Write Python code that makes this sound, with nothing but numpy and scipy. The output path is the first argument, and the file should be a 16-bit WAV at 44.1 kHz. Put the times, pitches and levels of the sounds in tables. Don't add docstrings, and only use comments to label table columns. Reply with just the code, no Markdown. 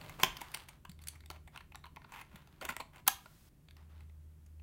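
import sys
import numpy as np
from scipy import signal
from scipy.fft import rfft, irfft, next_fast_len
from scipy.io import wavfile
from scipy.ndimage import uniform_filter1d, map_coordinates

SR = 44100
rng = np.random.default_rng(int(sys.argv[2]) if len(sys.argv) > 2 else 0)


def unload_wav(signal):
    wavfile.write(
        sys.argv[1],
        SR,
        np.round(np.clip(np.atleast_2d(signal).T, -1, 1) * 32767).astype(np.int16),
    )


N = 204022
TOP_HZ = 16000
LEAD_SAMPLES = 512
# centre in Hz, width in Hz, gain in dB re the broad colour.
SHELL_MODES = [(836, 70, -2.5), (1012, 130, -5), (1420, 50, -5.5), (2105, 98, -4.5), (2520, 380, -5),
               (3150, 80, -2.5), (3560, 120, -9), (4560, 110, -6.5)]


def amp(db):
    return 10 ** (np.asarray(db) / 20)


def unit(x):
    return x / np.sqrt(np.mean(x ** 2) + 1e-20)


def along(points, hz):
    freqs, values = np.transpose(points)
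    return np.interp(np.log(hz + 1), np.log(freqs + 1), values)


def add(track, start_s, sound):
    start = max(0, round(start_s * SR))
    track[start:start + len(sound)] += sound[:max(0, len(track) - start)]


def coloured(x, colour):
    size = next_fast_len(N + SR // 4)
    gain = amp(along(colour, np.fft.rfftfreq(size, 1 / SR)))
    return unit(irfft(rfft(x, size) * gain, size)[:N])


def wobble(rate_hz):
    knots = rng.standard_normal(int(N * rate_hz / SR) + 4)
    return map_coordinates(knots, [np.arange(N) * rate_hz / SR])


def grains(rate_hz, spread_db):
    slips = (rng.random(N) < rate_hz / SR) * rng.standard_normal(N)
    return unit(slips * amp(spread_db * rng.standard_normal(N)))


def gestures(rows, attack_s, release_s):
    t = np.arange(N) / SR
    shapes = []
    for start_s, length_s, db in rows:
        attack = np.clip((t - start_s) / attack_s, 0, 1)
        release = np.exp(-np.maximum(t - start_s - length_s, 0) / release_s)
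        shapes.append(amp(db) * attack * release)
    return np.linalg.norm(shapes, axis=0)


def resonance(hz, centre_hz, width_hz):
    return 1j * hz * width_hz / (centre_hz ** 2 - hz ** 2 + 1j * hz * width_hz)


def body(colour, modes, size=8192):
    hz = np.fft.rfftfreq(size, 1 / SR)
    cepstrum = irfft(np.log(amp(along(colour, hz))))
    cepstrum[1:size // 2] *= 2
    cepstrum[size // 2 + 1:] = 0
    ring = sum(amp(db) * resonance(hz, centre_hz, width_hz) for centre_hz, width_hz, db in modes)
    return np.exp(rfft(cepstrum)) * (1 + ring)


def driven(force, colour, modes):
    return unit(signal.fftconvolve(force, irfft(body(colour, modes)))[:N])


def fingers(grit=0.4, hiss_db=-14, uneven_db=0.5, firm_db=-47):
    # start in seconds, length in seconds, level in dB.
    strokes = [(-.05, 0.21, -62), (.28, 0.34, -60.5), (.66, 0.082, -67.5), (.98, 0.18, -72.5),
               (1.52, 0.04, -62), (2.0, 0.61, -73.5), (3.76, 0.056, -70), (3.88, 0.14, -71.5)]
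    # frequency in Hz, gain in dB.
    rub_colour = [(100, -28.5), (300, -2), (520, -4.5), (900, 2), (1500, 0), (2400, -6), (3500, -8),
                  (5000, -17), (8000, -29)]
    hiss_colour = [(2000, -41.5), (5000, 4), (7000, -4), (12000, 0.5), (16000, -2.5)]
    loose_colour = [(200, -29.5), (800, -5.5), (1500, -6), (2500, -1.5), (4200, 0.5), (5500, -11),
                    (16000, -14.5)]
    effort = gestures(strokes, attack_s=0.025, release_s=0.038) * amp(uneven_db * wobble(rate_hz=13))
    rub = coloured(rng.standard_normal(N) + grit * grains(rate_hz=850, spread_db=0), rub_colour)
    hiss = amp(hiss_db) * coloured(rng.standard_normal(N), hiss_colour)
    ticks = driven(grains(rate_hz=100, spread_db=1.5), loose_colour, SHELL_MODES)
    shake = (effort / amp(firm_db)) ** 0.4
    return effort * (rub + hiss + ticks * shake)


def scrapes(surge_db=1.5, attack_s=0.011, release_s=0.007):
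    # start and length in seconds, edge and flex levels in dB.
    drags = [(0, 0.14, -63.5, -62.5), (0.183, .1, -50.5, -55), (0.297, 0.19, -61, -72),
             (1.121, 0.027, -68, -81), (1.321, 0.045, -62, -66.5), (2.083, 0.037, -67, -81),
             (2.116, 0.097, -52, -70), (2.307, 0.12, -65.5, -74.5), (2.609, 0.051, -48, -51.5),
             (2.682, 0.024, -42, -50.5), (2.715, 0.0117, -51, -59), (2.797, 0.01, -44, -50.5),
             (2.925, 0.077, -63, -71.5)]
    # frequency in Hz, gain in dB.
    edge_colour = [(100, -23.5), (380, -14), (490, -16.5), (620, -15), (900, 3.5), (1500, -1), (2800, -5),
                   (4500, -17.5), (9500, -21), (16000, -17.5)]
    flex_colour = [(100, -20.5), (250, -7.5), (420, -10.5), (620, -5), (850, -13), (2500, -47.5)]
    # centre in Hz, width in Hz, gain in dB.
    flex_modes = [(620, 63, -1.5)]
    slips = grains(rate_hz=2200, spread_db=2) * amp(surge_db * wobble(rate_hz=45))
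    start_s, length_s, edge_db, flex_db = np.transpose(drags)
    edge = driven(slips, edge_colour, SHELL_MODES)
    edge *= gestures(zip(start_s, length_s, edge_db), attack_s, release_s)
    flex = driven(slips, flex_colour, flex_modes)
    flex *= gestures(zip(start_s, length_s, flex_db), attack_s, release_s)
    return edge + flex


def background(rumble_trim_db=-1, floor_db=-76):
    # time in seconds, level in dB before the trim.
    rumble_levels = [(0, -53.5), (.3, -56.5), (.6, -61), (2.9, -60), (4.63, -64.5)]
    # frequency in Hz, gain in dB.
    rumble_colour = [(12, -38.5), (20, -6.5), (70, -1), (90, -4), (107, -6), (124, -6.5), (145, 0.5),
                     (195, -11.5), (392, -19.5), (506, -32), (600, -24.5), (780, -51), (1320, -120)]
    floor_colour = [(100, -22.5), (300, -6), (700, -10), (1800, -14), (5000, -21), (12000, -18.5),
                    (16000, -19)]
    rumble_db = np.interp(np.arange(N) / SR, *np.transpose(rumble_levels)) + rumble_trim_db
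    rumble = amp(rumble_db) * coloured(rng.standard_normal(N), rumble_colour)
    return rumble + amp(floor_db) * coloured(rng.standard_normal(N), floor_colour)


def chatter(rise_s, size=8192, creep=0.07):
    age = (np.arange(size) - LEAD_SAMPLES) / SR / rise_s
    after = np.maximum(age, 0)
    swell = after * np.exp(1 - after) + creep * np.exp(-np.abs(age) / 2)
    force = rfft(swell * rng.standard_normal(size))
    whitened = irfft(force / (np.abs(force) + 1e-9))
    return rfft(whitened * np.sqrt(swell))


def spot(hz, pitch_hz, ring_db, ribs_db, wall_q=9, rib_q=11, count=13):
    rib_hz = np.geomspace(700, 9000, count) * np.exp(0.1 * rng.standard_normal(count))
    weights = rng.standard_normal(count)
    ribs = sum(weight * resonance(hz, f, f / rib_q) for f, weight in zip(rib_hz, weights))
    return 1 + amp(ring_db) * resonance(hz, pitch_hz, pitch_hz / wall_q) + amp(ribs_db) * ribs


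def strikes(rows, colour, modes, ring_db, ribs_db):
    response = body(colour, modes)
    hz = np.linspace(0, SR / 2, len(response))
    over_knock, over_clack = [1 / (1 + (split_hz / (hz + 1)) ** 8) for split_hz in (1500, 5000)]
    tick_band = over_clack / (1 + (hz / TOP_HZ) ** 90)
    shares = np.array([1 - over_knock, over_knock - over_clack, tick_band])
    track = np.zeros(N)
    for start_s, rise_s, pitch_hz, *levels_db in rows:
        bands = irfft(chatter(rise_s) * response * spot(hz, pitch_hz, ring_db, ribs_db) * shares)
        bands /= np.sqrt(np.sum(bands ** 2, axis=1, keepdims=True) / (SR / 100))
        add(track, start_s - LEAD_SAMPLES / SR, amp(levels_db) @ bands)
    return track


def shell_touches(wall_hz=1690, knock_db_per_oct=9):
    # start and rise in seconds, spot pitch in Hz, clack in dB, tick in dB re the clack.
    touches = [(.0095, 0.0012, 2750, -55, -8.5), (.0938, 0.0021, 1522, -54.5, -2),
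               (.1966, 0.0027, 890, -55, -2), (.2088, 0.008, 2540, -57, 5),
               (.3673, 0.0024, 3120, -50, -2.5), (.4065, 0.0058, 3550, -51, -4.5),
               (.4154, 0.00058, 934, -51.5, 1.5), (.5169, 0.0011, 3600, -69.5, 10),
               (0.539, 0.002, 2530, -48.5, -7), (.5437, 0.0023, 2970, -43, 2),
               (.5719, 0.00054, 1650, -56.5, 1), (.6849, 0.0032, 2270, -55.5, 0.5),
               (.8495, 0.0021, 1100, -58, -6.5), (.894, .0022, 3630, -62, 2.5),
               (.916, 0.00075, 4550, -69.5, 8), (.9906, 0.00048, 3580, -65, -8),
               (1.015, 0.0049, 4400, -70, 7.5), (1.0376, 0.0012, 3500, -67, 5.5),
               (1.0712, 0.0016, 9250, -54, 5.5), (1.0834, 0.0015, 10100, -52, 10.5),
               (1.1514, 0.0047, 2200, -63, -6), (1.2046, 0.0016, 4330, -64.5, -6),
               (1.2363, 0.0013, 2220, -67, -29), (1.26, 0.00053, 3600, -63.5, 1),
               (1.3011, 0.0013, 1334, -51.5, -1), (1.3105, 0.0015, 773, -63, 5),
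               (1.4739, 0.0029, 1800, -60, -7.5), (1.5449, .005, 1210, -65, -17),
               (1.5592, 0.0014, 1520, -54.5, -9), (1.5751, 0.00063, 2680, -50.5, -10.5),
               (1.606, .002, 1750, -59, -13.5), (1.7196, 0.0019, 2520, -59, -15.5),
               (1.7455, 0.0022, 1105, -59, -14.5), (1.7558, 0.00073, 1720, -55, -1.5),
               (1.8392, 0.0026, 1170, -57.5, -15.5), (1.8562, .0006, 1200, -63.5, -6),
               (1.863, 0.0024, 960, -62.5, -10), (1.9611, 0.00067, 2300, -58.5, -6.5),
               (1.9672, 0.0014, 870, -58.5, -28), (2.0183, 0.00088, 1510, -66, -17.5),
               (2.0434, 0.0018, 1160, -61.5, -27), (2.1206, .0008, 1060, -62, 0.5),
               (2.211, 0.0035, 2080, -54, -5), (2.3567, 0.0027, 1970, -59, -2),
               (2.4726, 0.0011, 1132, -72, 1.5), (2.6115, 0.0021, 1400, -53, -4.5),
               (2.6508, 0.0014, 1560, -49, 3.5), (2.688, 0.0028, 1350, -42, -5.5),
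               (2.6987, .0023, 1020, -67.5, 15.5), (2.7654, 0.00092, 1950, -45.5, -2.5),
               (2.7987, 0.0043, 910, -49.5, -4.5), (2.9583, 0.0021, 1500, -62.5, -4.5),
               (2.9808, 0.0014, 1300, -66.5, -7.5), (3.0659, 0.0023, 1500, -50, -6),
               (3.2577, 0.0017, 892, -63, -8), (3.685, 0.0013, 3286, -63, -16),
               (3.7088, .0008, 4460, -63.5, -6.5), (3.7664, 0.0012, 1970, -67, -3.5),
               (4.0057, .0012, 2500, -67, -8), (4.0956, 0.0012, 2306, -74, -15),
               (4.4611, 0.0023, 6560, -78, 6), (4.5962, 0.002, 2690, -71.5, -16)]
    # frequency in Hz, gain in dB.
    colour = [(120, -46.5), (200, -15.5), (394, -6), (491, -15.5), (683, -8), (1000, -6), (1270, -9),
              (1370, -4.5), (1480, -8), (2130, -3), (4520, -11), (4950, -19.5), (11700, -18),
              (16000, -16.5)]
    rows = []
    for start_s, rise_s, pitch_hz, clack_db, edge_db in touches:
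        knock_db = clack_db + knock_db_per_oct * np.log2(wall_hz / pitch_hz)
        rows.append((start_s, rise_s, pitch_hz, knock_db, clack_db, clack_db + edge_db))
    return strikes(rows, colour, SHELL_MODES, ring_db=11.5, ribs_db=7.5)


def pack_clack():
    # start and rise in seconds, spot pitch in Hz, knock, clack and tick in dB.
    hits = [(.2327, 0.00071, 15270, -35, -41, -33), (.2338, 0.0011, 3180, -25.5, -24.5, -31.5),
            (.2415, 0.0026, 2900, -47.5, -40, -41.5)]
    # frequency in Hz, gain in dB.
    colour = [(60, -15), (140, -6.5), (380, -4), (520, -18), (700, 1.5), (1000, 2), (1300, -14.5),
              (1900, 0.5), (3200, -1), (4600, -10), (6500, -8.5), (8000, -16), (12000, -13), (15300, -10.5)]
    # centre in Hz, width in Hz, gain in dB.
    modes = [(145, 22, 2), (369, 25, 3.5), (770, 70, -2), (1028, 40, 1.5), (1518.5, 70, -5.5),
             (2220, 60, 0), (2470, 24, -5), (3090, 60, -0.5), (3481, 130, -7.5)]
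    return strikes(hits, colour, modes, ring_db=-3, ribs_db=-4)


def bumps(rise_cycles=0.77):
    # start in seconds, pitch in Hz, level in dB.
    thumps = [(0.235, 214, -43), (0.2338, 400, -42), (0.269, 38, -47.5), (0.892, 167, -46),
              (1.302, 363, -45), (2.342, 178, -47.5), (2.691, 194, -48)]
    track, t = np.zeros(N), np.arange(SR // 4) / SR
    for start_s, hz, db in thumps:
        age = t * hz / rise_cycles
        add(track, start_s, amp(db) * age * np.exp(1 - age) * np.sin(2 * np.pi * hz * t))
    return track


def far_drone(pitch_hz=77.3, waver_hz=0.49, octave_db=-19):
    # peak time in seconds, 1/e half-width in seconds, level in dB.
    swells = [(1.03, 0.15, -52.5), (1.33, 0.12, -51), (1.8, 0.22, -57.5), (4.098, 0.37, -49.5),
              (4.6, 0.11, -50)]
    t = np.arange(N) / SR
    envelope = sum(amp(db) * np.exp(-((t - peak_s) / width_s) ** 2) for peak_s, width_s, db in swells)
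    phase = 2 * np.pi * np.cumsum(pitch_hz + waver_hz * wobble(rate_hz=2.9)) / SR
    return envelope * (np.sin(phase) + amp(octave_db) * np.sin(2 * phase))


def cover_snap():
    # start and rise in seconds, spot pitch in Hz, knock, clack and tick in dB.
    hits = [(3.0748, 0.0026, 1900, -38.5, -53, -36), (3.0779, 0.00068, 12400, -34.5, -35.5, -23.5),
            (3.0805, 0.00097, 830, -30.5, -29.5, -27.5)]
    # frequency in Hz, gain in dB.
    colour = [(60, -22.5), (160, -8), (420, -15), (530, -19), (730, -4), (1100, 1), (1450, -14.5),
              (2000, -10.5), (3400, -6.5), (5000, -15), (6300, -9.5), (8500, -11.5), (12300, -6),
              (15500, -9.5)]
    # centre in Hz, width in Hz, gain in dB.
    modes = [(820, 250, 6), (1006, 85, -1), (1360, 90, 1), (1639, 63, 7.5), (2000, 110, -1.5),
             (3145, 120, -4), (6400, 130, -8)]
    return strikes(hits, colour, modes, ring_db=-2, ribs_db=-2)


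def room(x, delay_s=0.0046):
    # frequency in Hz, T60 in seconds.
    t60_s = [(150, .25), (900, .31), (3000, .28), (7000, .25), (15000, 0.2)]
    # frequency in Hz, gain in dB.
    send_db = [(150, -8), (900, -11), (3000, -9.5), (7000, -10), (15000, -17)]
    hz, t, noise = signal.stft(rng.standard_normal(SR // 2), SR, nperseg=256)
    decay = amp(-60 * t / along(t60_s, hz)[:, None])
    energy = np.mean(decay ** 2, axis=1, keepdims=True) * SR / 2
    gain = amp(along(send_db, hz))[:, None] / np.sqrt(energy)
    tail = signal.istft(noise * decay * gain, SR, nperseg=256)[1]
    return signal.fftconvolve(x, np.pad(tail, (round(delay_s * SR), 0)))[:N]


def gate_hiss(x, open_db=-27, hold_s=0.405, hiss_db=-68):
    # frequency in Hz, gain in dB.
    colour = [(200, -7.5), (700, 5), (2000, 3), (5000, 2), (12000, -0.5), (16000, 1.5)]
    t = np.arange(N) / SR
    loud = uniform_filter1d(x ** 2, size=220) > amp(open_db) ** 2
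    since_loud_s = t - np.maximum.accumulate(np.where(loud, t, 0))
    opening = uniform_filter1d(1.0 * (since_loud_s < hold_s), size=220)
    return amp(hiss_db) * opening * coloured(rng.standard_normal(N), colour)


def scene():
    parts = (shell_touches() + scrapes(), pack_clack(), cover_snap())
    plastic = sum(part + room(part) for part in parts)
    return (plastic + fingers() + bumps() + far_drone() + background())[None]


def record(dry):
    size = next_fast_len(N + SR // 4)
    hz = np.fft.rfftfreq(size, 1 / SR)
    spectrum = rfft(dry + gate_hiss(dry[0]), size)
    return irfft(spectrum / (1 + (hz / TOP_HZ) ** 150), size)[:, :N]


dry = scene()
out = record(dry)
unload_wav(out)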